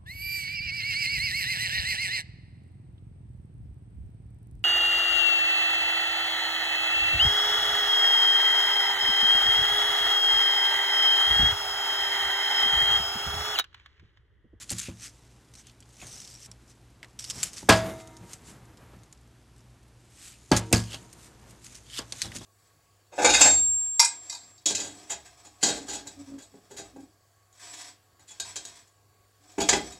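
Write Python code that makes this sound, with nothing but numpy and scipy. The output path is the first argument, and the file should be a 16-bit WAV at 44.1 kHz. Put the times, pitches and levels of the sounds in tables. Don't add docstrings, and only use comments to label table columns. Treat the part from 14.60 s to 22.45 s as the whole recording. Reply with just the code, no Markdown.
import sys
import numpy as np
from scipy import signal
from scipy.fft import rfft, irfft, next_fast_len
from scipy.io import wavfile
from scipy.ndimage import uniform_filter1d

SR = 44100
rng = np.random.default_rng(int(sys.argv[2]) if len(sys.argv) > 2 else 0)


def pcm_store(signal):
    levels = np.round(np.clip(np.atleast_2d(signal), -1, 1) * 32767)
    wavfile.write(sys.argv[1], SR, levels.astype(np.int16).T)


N = 346178

# (per Hz, relative)
ROOM_COLOUR = [(12, -58.5), (20, -26), (49, -4), (90, -6), (124, -2.5), (146, -10), (305, -11), (572, -21),
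               (673, -19.5), (11800, -37.5), (13500, -48.5)]
ROOM_DB = -59
# pitch_hz, level_db (rms, before it wavers)
HUM_TONES = [(59.2, -63.5), (118.4, -62.5)]

# (per Hz, relative)
RING_COLOUR = [(710, -49), (1200, -19.5), (1970, -15), (4090, -15), (5480, -13.5), (8050, -12.5),
               (10100, -21), (12400, -30), (13500, -27)]
# pitch_hz, level_db
SLIDING_COLOUR = [(1500, -6), (3600, -1), (4800, -2)]
# start_s, level_db, brightest_hz
DRAG_CURVE = [(0, -58, 6900), (.55, -61.5, 6030), (1.2, -69, 6450), (1.42, -52.5, 6400),
              (1.55, -47.5, 5930), (1.62, -49, 5520), (1.66, -52.5, 5600), (1.74, -51.5, 5443),
              (1.78, -55, 5600), (1.85, -49.5, 5404), (1.89, -66.5, 5800), (2.585, -71.5, 5630),
              (2.6, -48, 5550), (2.88, -49, 5545), (2.91, -57.5, 5566), (3.0, -52, 5713), (3.04, -56, 6000),
              (3.3, -54, 6670), (3.45, -60.5, 6700), (4.2, -69, 6300), (5.3, -70, 6724), (5.6, -61, 7000),
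              (6.25, -54.5, 6520), (6.7, -63, 6790), (7.85, -56, 6084)]
# start_s, level_db (before its lumps)
MURMUR_CURVE = [(1.25, -79), (1.45, -58), (1.9, -73.5), (2.5, -73), (2.84, -47.5), (2.91, -54), (3.07, -57),
                (3.11, -47), (3.3, -39), (3.45, -57), (4.35, -56.5), (4.6, -76), (6.1, -84.5), (6.3, -54.5),
                (7.3, -62), (7.85, -53)]
# (per Hz, relative)
MURMUR_COLOUR = [(35, -6.5), (110, 15), (400, 4), (1300, -1.5), (1700, -4), (5000, -18)]
# top_s, level_db (about rms at the top), brightest_hz,
# swell_s (time of a tenfold swell)
SHAKES = [(0.023, -43.5, 7260, 0.045), (0.126, -35.5, 6600, 0.025), (.215, -40, 6800, 0.1),
          (0.262, -44, 2630, 0.062), (0.453, -40.5, 5820, 0.056), (0.996, -51.5, 6200, 0.048),
          (1.085, -58.5, 3160, 0.057), (1.426, -49.5, 2380, 0.038), (2.108, -57.5, 5640, 0.038),
          (2.805, -42.5, 5500, 0.07), (2.859, -40, 6700, 0.062), (2.99, -44, 6240, 0.072),
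          (3.411, -54.5, 7100, 0.044), (3.729, -50, 8460, 0.072), (3.896, -51.5, 7680, 0.076),
          (5.67, -48.5, 7884, 0.13), (5.74, -60, 2740, 0.041), (5.98, -31.5, 6700, 0.034),
          (6.34, -42, 3100, 0.065), (6.645, -54.5, 8850, .1), (6.908, -58.5, 8530, 0.045),
          (7.064, -47.5, 7160, 0.038), (7.151, -50.5, 6570, 0.085), (7.345, -47, 3180, 0.069),
          (7.38, -36, 3300, 0.054), (7.594, -46, 6840, 0.085), (7.645, -40, 3830, 0.06),
          (7.765, -36, 6700, 0.02), (7.84, -51.5, 3520, 0.19)]

# start_s, level_db (about the peak), brightest_hz
CLINKS = [(0.0943, -23, 4200), (0.1035, -17.5, 7540), (0.1162, -19, 8300), (0.184, -21, 7600),
          (0.1935, -20.5, 6800), (0.1994, -30, 6940), (0.938, -39.5, 6040), (0.9525, -37.5, 5970),
          (1.069, -38.5, 6360), (1.0964, -44, 3300), (1.2042, -40, 7860), (1.2253, -43.5, 3320),
          (1.4683, -31.5, 6400), (1.617, -36, 5400), (1.632, -47, 5500), (1.6484, -35, 5580),
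          (1.6755, -34, 5400), (1.701, -40, 7700), (1.802, -40, 7700), (1.848, -39, 5430),
          (1.859, -35, 7350), (1.9148, -32.5, 5600), (2.4296, -29, 2090), (2.4448, -36.5, 2050),
          (2.5905, -25.5, 5800), (2.594, -26, 5700), (2.605, -32, 5600), (2.618, -38, 5500),
          (2.625, -45, 5600), (2.642, -25, 5100), (2.649, -34, 5500), (2.6995, -18.5, 5300),
          (2.7035, -27, 5700), (2.7084, -19, 5380), (2.7949, -32, 5600), (2.8305, -9.5, 7730),
          (2.9324, -28.5, 7900), (2.9685, -31, 5500), (2.9815, -28, 4640), (3.0915, -4.5, 8740),
          (3.099, -0.5, 2490), (3.1241, -14, 2300), (3.402, -40, 2350), (3.474, -36.5, 6900),
          (3.568, -36.5, 6500), (3.7328, -26.5, 6660), (4.1724, -46, 5800), (4.434, -47, 6500),
          (4.5263, -35.5, 7000), (4.98, -49, 7970), (5.9166, -9, 4450), (5.9652, -8.5, 6950),
          (5.973, -13, 6900), (6.127, -4.5, 8430), (6.1298, -3.5, 2680), (6.333, -29, 3300),
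          (6.3441, -25, 3320), (6.5288, -35, 8700), (6.9087, -40, 8700), (7.0435, -34.5, 7240),
          (7.153, -32, 5800), (7.3884, -19.5, 4900), (7.5228, -19.5, 4400), (7.538, -43, 6350),
          (7.6179, -11.5, 4300), (7.7175, -32.5, 2050), (7.7848, -31.5, 6700)]

# start_s, boom_db, thump_db, thump_hz, knock_db
BLOWS = [(0.11, -35, -33.5, 258, -39), (0.283, -36.5, -27, 247, -44.5), (1.422, -60, -45.5, 397, -41.5),
         (1.875, -52, -60, 248, -53), (2.43, -68, -69, 600, -46.5), (3.026, -42.5, -36.5, 396, -48.5),
         (3.087, -16.5, -14, 679, -1.5), (3.6, -44, -54, 300, -58), (4.09, -54, -50.5, 320, -58),
         (4.33, -48, -46.5, 384, -53), (5.914, -18.5, -7, 390, -11.5), (6.113, -32, -28, 330, -41),
         (6.127, -17.5, -9.5, 320, -18.5), (6.337, -51, -43, 600, -38), (7.388, -51, -34.5, 486, -34),
         (7.523, -69, -46, 400, -41.5), (7.643, -38.5, -37.5, 354, -40.5), (7.752, -38.5, -36.5, 263, -50),
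         (7.809, -50, -43, 370, -43.5)]
# pitch_hz, level_db (relative), t60_s (for the heaviest blow)
BOOM_MODES = [(62.7, -13.5, 0.47), (85, -6, 0.25), (110.56, -3, 0.44), (181.7, -4.5, .35),
              (224.1, -8.5, 0.31), (261, -10, 0.19), (337, -11, 0.24)]
# (per Hz, relative)
KNOCK_COLOUR = [(150, -31.5), (250, -0.5), (424, -4.5), (631, -2.5), (708, -5), (1050, -6), (4820, -21.5),
                (13000, -44)]
# pitch_hz, t60_s (for the heaviest blow)
KNOCK_T60 = [(300, 0.29), (1500, 0.33), (5000, 0.38), (12000, 0.11)]
# pitch_hz, level_db (relative), t60_s (for the heaviest blow)
KNOCK_MODES = [(794, 4, 0.16), (1087, -0.5, .25), (1356, -7.5, .2), (1575, 0, 0.15), (1660, 0, .22),
               (2062, -5.5, 0.18), (2287, -4.5, 0.12), (2680, -4.5, 0.16), (3150, -8, 0.18),
               (4700, -9.5, .05)]

# start_s, ring_db (table top), rattle_db (rings), brightest_hz
PUT_DOWN = [(3.09, -23, -18, 4750), (5.918, -26, -31, 4570), (6.13, -34, -22.5, 4850)]
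# pitch_hz, level_db (relative), t60_s
STEEL_MODES = [(258, -29, 2), (323, -22, 2.2), (366, -28, 2.5), (452, -30, 2), (748, -32, 1.8),
               (942, -29, 2.5)]
# pitch_hz, level_db (relative), t60_s
PLIERS_MODES = [(649, 3.5, .65), (1227, -30, 2.2), (1346, -31, 1.8), (1782, -32, 1.8), (2080, -35, 1.6),
                (2089, -34, 2.2), (3540, -21, .6), (3590, -22, .6), (3750, -32, 1.5), (3790, -32, 1.4)]

# pitch_hz, level_db
WIDTH = [(3700, -90), (4400, -15), (8000, -15), (13000, -18)]
EDGE_HZ = 13150

RING_TURN_S, RING_SPREAD = .0035, .065
MURMUR_LUMPS_DB = 2.6
FADE_PER_SWELL = .7

SETTLE_T60_S = .01
THIN_DB, THIN_FROM, THIN_TO = -5, 0.4, 0.57
FAINT_PER_S, FAINT_DB, FAINT_SPREAD_DB = 10, -56, 2
FAINT_LOW_HZ, FAINT_HIGH_HZ = 4980, 9560

SHORTER_PER_DB, HEAVIEST_DB = .006, -16.5
THUMP_FALL_S, THUMP_END, THUMP_T60_S = .005, .22, .06
BASS_LATE_S = .015
MODE_GAP_HZ, MODE_DB = 40, 14

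RATTLE_T60_S, WAVER_DB = 0.26, 4
PLIERS_S, PLIERS_DB = 3.092, -23


def gain_of(db):
    return 10 ** (np.asarray(db) / 20)


def evened(x):
    return x / np.sqrt(np.mean(x ** 2) + 1e-20)


def smoothed(x, size):
    return uniform_filter1d(uniform_filter1d(x, size), size)


def read(points, hz):
    f, value = np.transpose(points)
    return np.interp(np.log(hz + 1), np.log(f + 1), value)


def follow(rows, column):
    return np.interp(np.arange(N) / SR, *np.transpose(rows)[[0, column]])


def add(mix, s, sound):
    part = mix[round(s * SR):][:len(sound)]
    part += sound[:len(part)]


def coloured(x, points):
    size = next_fast_len(len(x))
    gains = gain_of(read(points, np.fft.rfftfreq(size, 1 / SR)))
    return irfft(rfft(x, size) * gains, size)[:len(x)]


def resonate(x, hz, width):
    turn = np.exp(2j * np.pi * np.cumsum(hz * np.ones(len(x))) / SR)
    r = np.exp(-np.pi * width / SR)
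    smooth = signal.lfilter([1 - r], [1, -r], x / turn + 1e-18)
    return 2 * (turn * smooth).real


def ringing(modes, t, spread_db, length=1):
    shares = gain_of(spread_db * rng.standard_normal(len(modes)))
    total = 0
    for share, (hz, db, t60) in zip(shares, modes):
        fade = gain_of(db - 60 * t / (t60 * length))
        total = total + share * fade * np.sin(2 * np.pi * hz * t)
    return total


def contacts(size):
    strength = gain_of(2.8 * np.minimum(rng.exponential(1, size), 4))
    hits = strength * (rng.random(size) < 1000 / SR)
    puffs = signal.lfilter([1], [1, -np.exp(-1 / (0.001 * SR))], hits)
    return evened((2.0 + puffs) * rng.standard_normal(size))


def jingle(x, hz, focus=1):
    turns = np.arange(len(x)) // round(RING_TURN_S * SR)
    detune = RING_SPREAD * rng.standard_normal(turns[-1] + 1)[turns] * (turns > 0)
    hz = hz * (1 + detune)
    modes = evened(resonate(x, hz, 240)) + 0.42 * evened(resonate(x, 1.38 * hz, 240))
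    return evened(0.98 * evened(coloured(x, RING_COLOUR)) + 0.64 * focus * modes)


def room():
    t = np.arange(N) / SR
    waver_db = 2.0 * evened(smoothed(rng.standard_normal(N), 4000))
    hum = sum(np.sqrt(2) * gain_of(db + waver_db) * np.sin(2 * np.pi * hz * t) for hz, db in HUM_TONES)
    noise = evened(coloured(rng.standard_normal(N), ROOM_COLOUR))
    return hum + gain_of(ROOM_DB) * noise


def drag():
    rustle_db = follow(DRAG_CURVE, 1)
    focus = 1.9 * np.clip((rustle_db + 65.0) / 16, 0, 1)
    rings = coloured(jingle(contacts(N), follow(DRAG_CURVE, 2), focus), SLIDING_COLOUR)
    lumps = evened(smoothed(rng.standard_normal(N), 1500))
    murmur_db = follow(MURMUR_CURVE, 1) + MURMUR_LUMPS_DB * lumps
    murmur = gain_of(murmur_db) * evened(coloured(rng.standard_normal(N), MURMUR_COLOUR))
    return gain_of(rustle_db) * rings + murmur


def shake(s, db, hz, swell):
    t = np.arange(max(-s, -.25), .3, 1 / SR)
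    slope = t / max(swell, .003) / np.where(t < 0, 1, FADE_PER_SWELL)
    level_db = db - 20 * (np.sqrt(slope ** 2 + 0.38 ** 2) - 0.4)
    return s + t[0], gain_of(level_db) * jingle(contacts(len(t)), hz, (4500 / hz) ** 0.88)


def faint_clinks():
    when, size, pitch = rng.random((round(FAINT_PER_S * N / SR), 3)).T
    level_db = FAINT_DB - FAINT_SPREAD_DB * np.log(size + .05)
    return zip(when * N / SR, level_db, FAINT_LOW_HZ + (FAINT_HIGH_HZ - FAINT_LOW_HZ) * pitch)


def clink(db, hz):
    t = np.arange(round(.2 * SR)) / SR
    focus = 1.1 * (5500 / hz) ** 0.55
    noise = rng.standard_normal(len(t))
    rebounds_s = np.cumsum(rng.uniform(0.0024, 0.0053, 3))
    first = np.exp(-t / 0.0016) * np.minimum(t / 0.00039, 1)
    shape = first + sum(gain_of(-7.0 * (k + 1)) * np.roll(first, round(s * SR))
                        for k, s in enumerate(rebounds_s))
    tick = coloured(jingle(noise * shape, hz, focus), [(9000, 3.5), (11500, 2.5)])
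    settle_fade = gain_of(-13.5 - 60 * t / SETTLE_T60_S) * np.minimum(t / 0.0042, 1)
    settle = settle_fade * jingle(noise, hz, focus)
    thinning = [(THIN_FROM * hz, THIN_DB), (THIN_TO * hz, 0), (2.1 * hz, 0), (2.9 * hz, THIN_DB)]
    return gain_of(db) * coloured(tick / abs(tick).max() + settle, thinning)


def table_knock(t, rise, length):
    lines = rfft(rng.standard_normal(len(t)))
    is_mode = rng.random(len(lines)) < len(t) / SR / MODE_GAP_HZ / 2
    lines = lines * (1 + gain_of(MODE_DB) * is_mode)
    hz, frames, z = signal.stft(coloured(irfft(lines, len(t)), KNOCK_COLOUR), SR, nperseg=256)
    fade = gain_of(-60 * frames / (length * read(KNOCK_T60, hz)[:, None]))
    dense = signal.istft(z * fade, SR, nperseg=256)[1][:len(t)]
    dense = dense * rise * (1 + 1.6 * np.exp(-t / 0.044))
    return dense / abs(dense).max() + 0.12 * rise * ringing(KNOCK_MODES, t, 3.8, length)


def table_thump(t, rise, hz):
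    falling_hz = hz * (THUMP_END + (1.5 - THUMP_END) * np.exp(-t / THUMP_FALL_S))
    fall = 1.2 * gain_of(-60 * t / THUMP_T60_S) * np.sin(2 * np.pi * np.cumsum(falling_hz) / SR)
    modes = [(0.64 * hz, -5, .07), (hz, -3, .05), (1.4 * hz, -6, .045), (2.2 * hz, -5, .045)]
    return (fall + ringing(modes, t, 1.5)) * rise


def blow(boom_db, thump_db, thump_hz, knock_db):
    t = np.arange(round(.8 * SR)) / SR
    length = max(1 - SHORTER_PER_DB * (HEAVIEST_DB - boom_db), .1)
    rise = 1 - np.exp(-(t / 0.0031) ** 2)
    knock = table_knock(t, rise, length)
    thump = table_thump(t, rise, thump_hz)
    late_rise = 1 - np.exp(-(t / BASS_LATE_S) ** 4)
    boom = ringing(BOOM_MODES, t - BASS_LATE_S, 1.4, length) * late_rise
    return gain_of(boom_db) * boom + gain_of(thump_db) * thump + gain_of(knock_db) * knock


def put_down(ring_db, rattle_db, hz):
    t = np.arange(2 * SR) / SR
    rattle_fade = gain_of(rattle_db - 60 * t / RATTLE_T60_S) * np.minimum(t / 0.0079, 1)
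    rattle = rattle_fade * jingle(contacts(len(t)), hz)
    wavers = smoothed(rng.standard_normal((len(STEEL_MODES), len(t))), 2500)
    ring = 0
    for waver, mode in zip(wavers, STEEL_MODES):
        ring = ring + gain_of(WAVER_DB * evened(waver)) * ringing([mode], t, 1.7)
    return gain_of(ring_db) * ring + rattle


def pliers_ring():
    t = np.arange(2 * SR) / SR
    return gain_of(PLIERS_DB) * ringing(PLIERS_MODES, t, 0.87)


def scene():
    mid = room() + drag()
    for row in SHAKES:
        add(mid, *shake(*row))
    for s, *row in [*CLINKS, *faint_clinks()]:
        add(mid, s, clink(*row))
    for s, *row in BLOWS:
        add(mid, s, blow(*row))
    for s, *row in PUT_DOWN:
        add(mid, s, put_down(*row))
    add(mid, PLIERS_S, pliers_ring())
    return np.array([mid, mid])


def record(dry):
    mid = np.tanh(dry[0] / .92) * .92
    flicker = evened(smoothed(rng.standard_normal(N), 60))
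    side = coloured(mid * flicker, WIDTH)
    edge = signal.firwin(511, EDGE_HZ, window=("kaiser", 9), fs=SR)
    return signal.oaconvolve(np.array([mid + side, mid - side]), edge[None], "same")


dry = scene()
out = record(dry)
pcm_store(out)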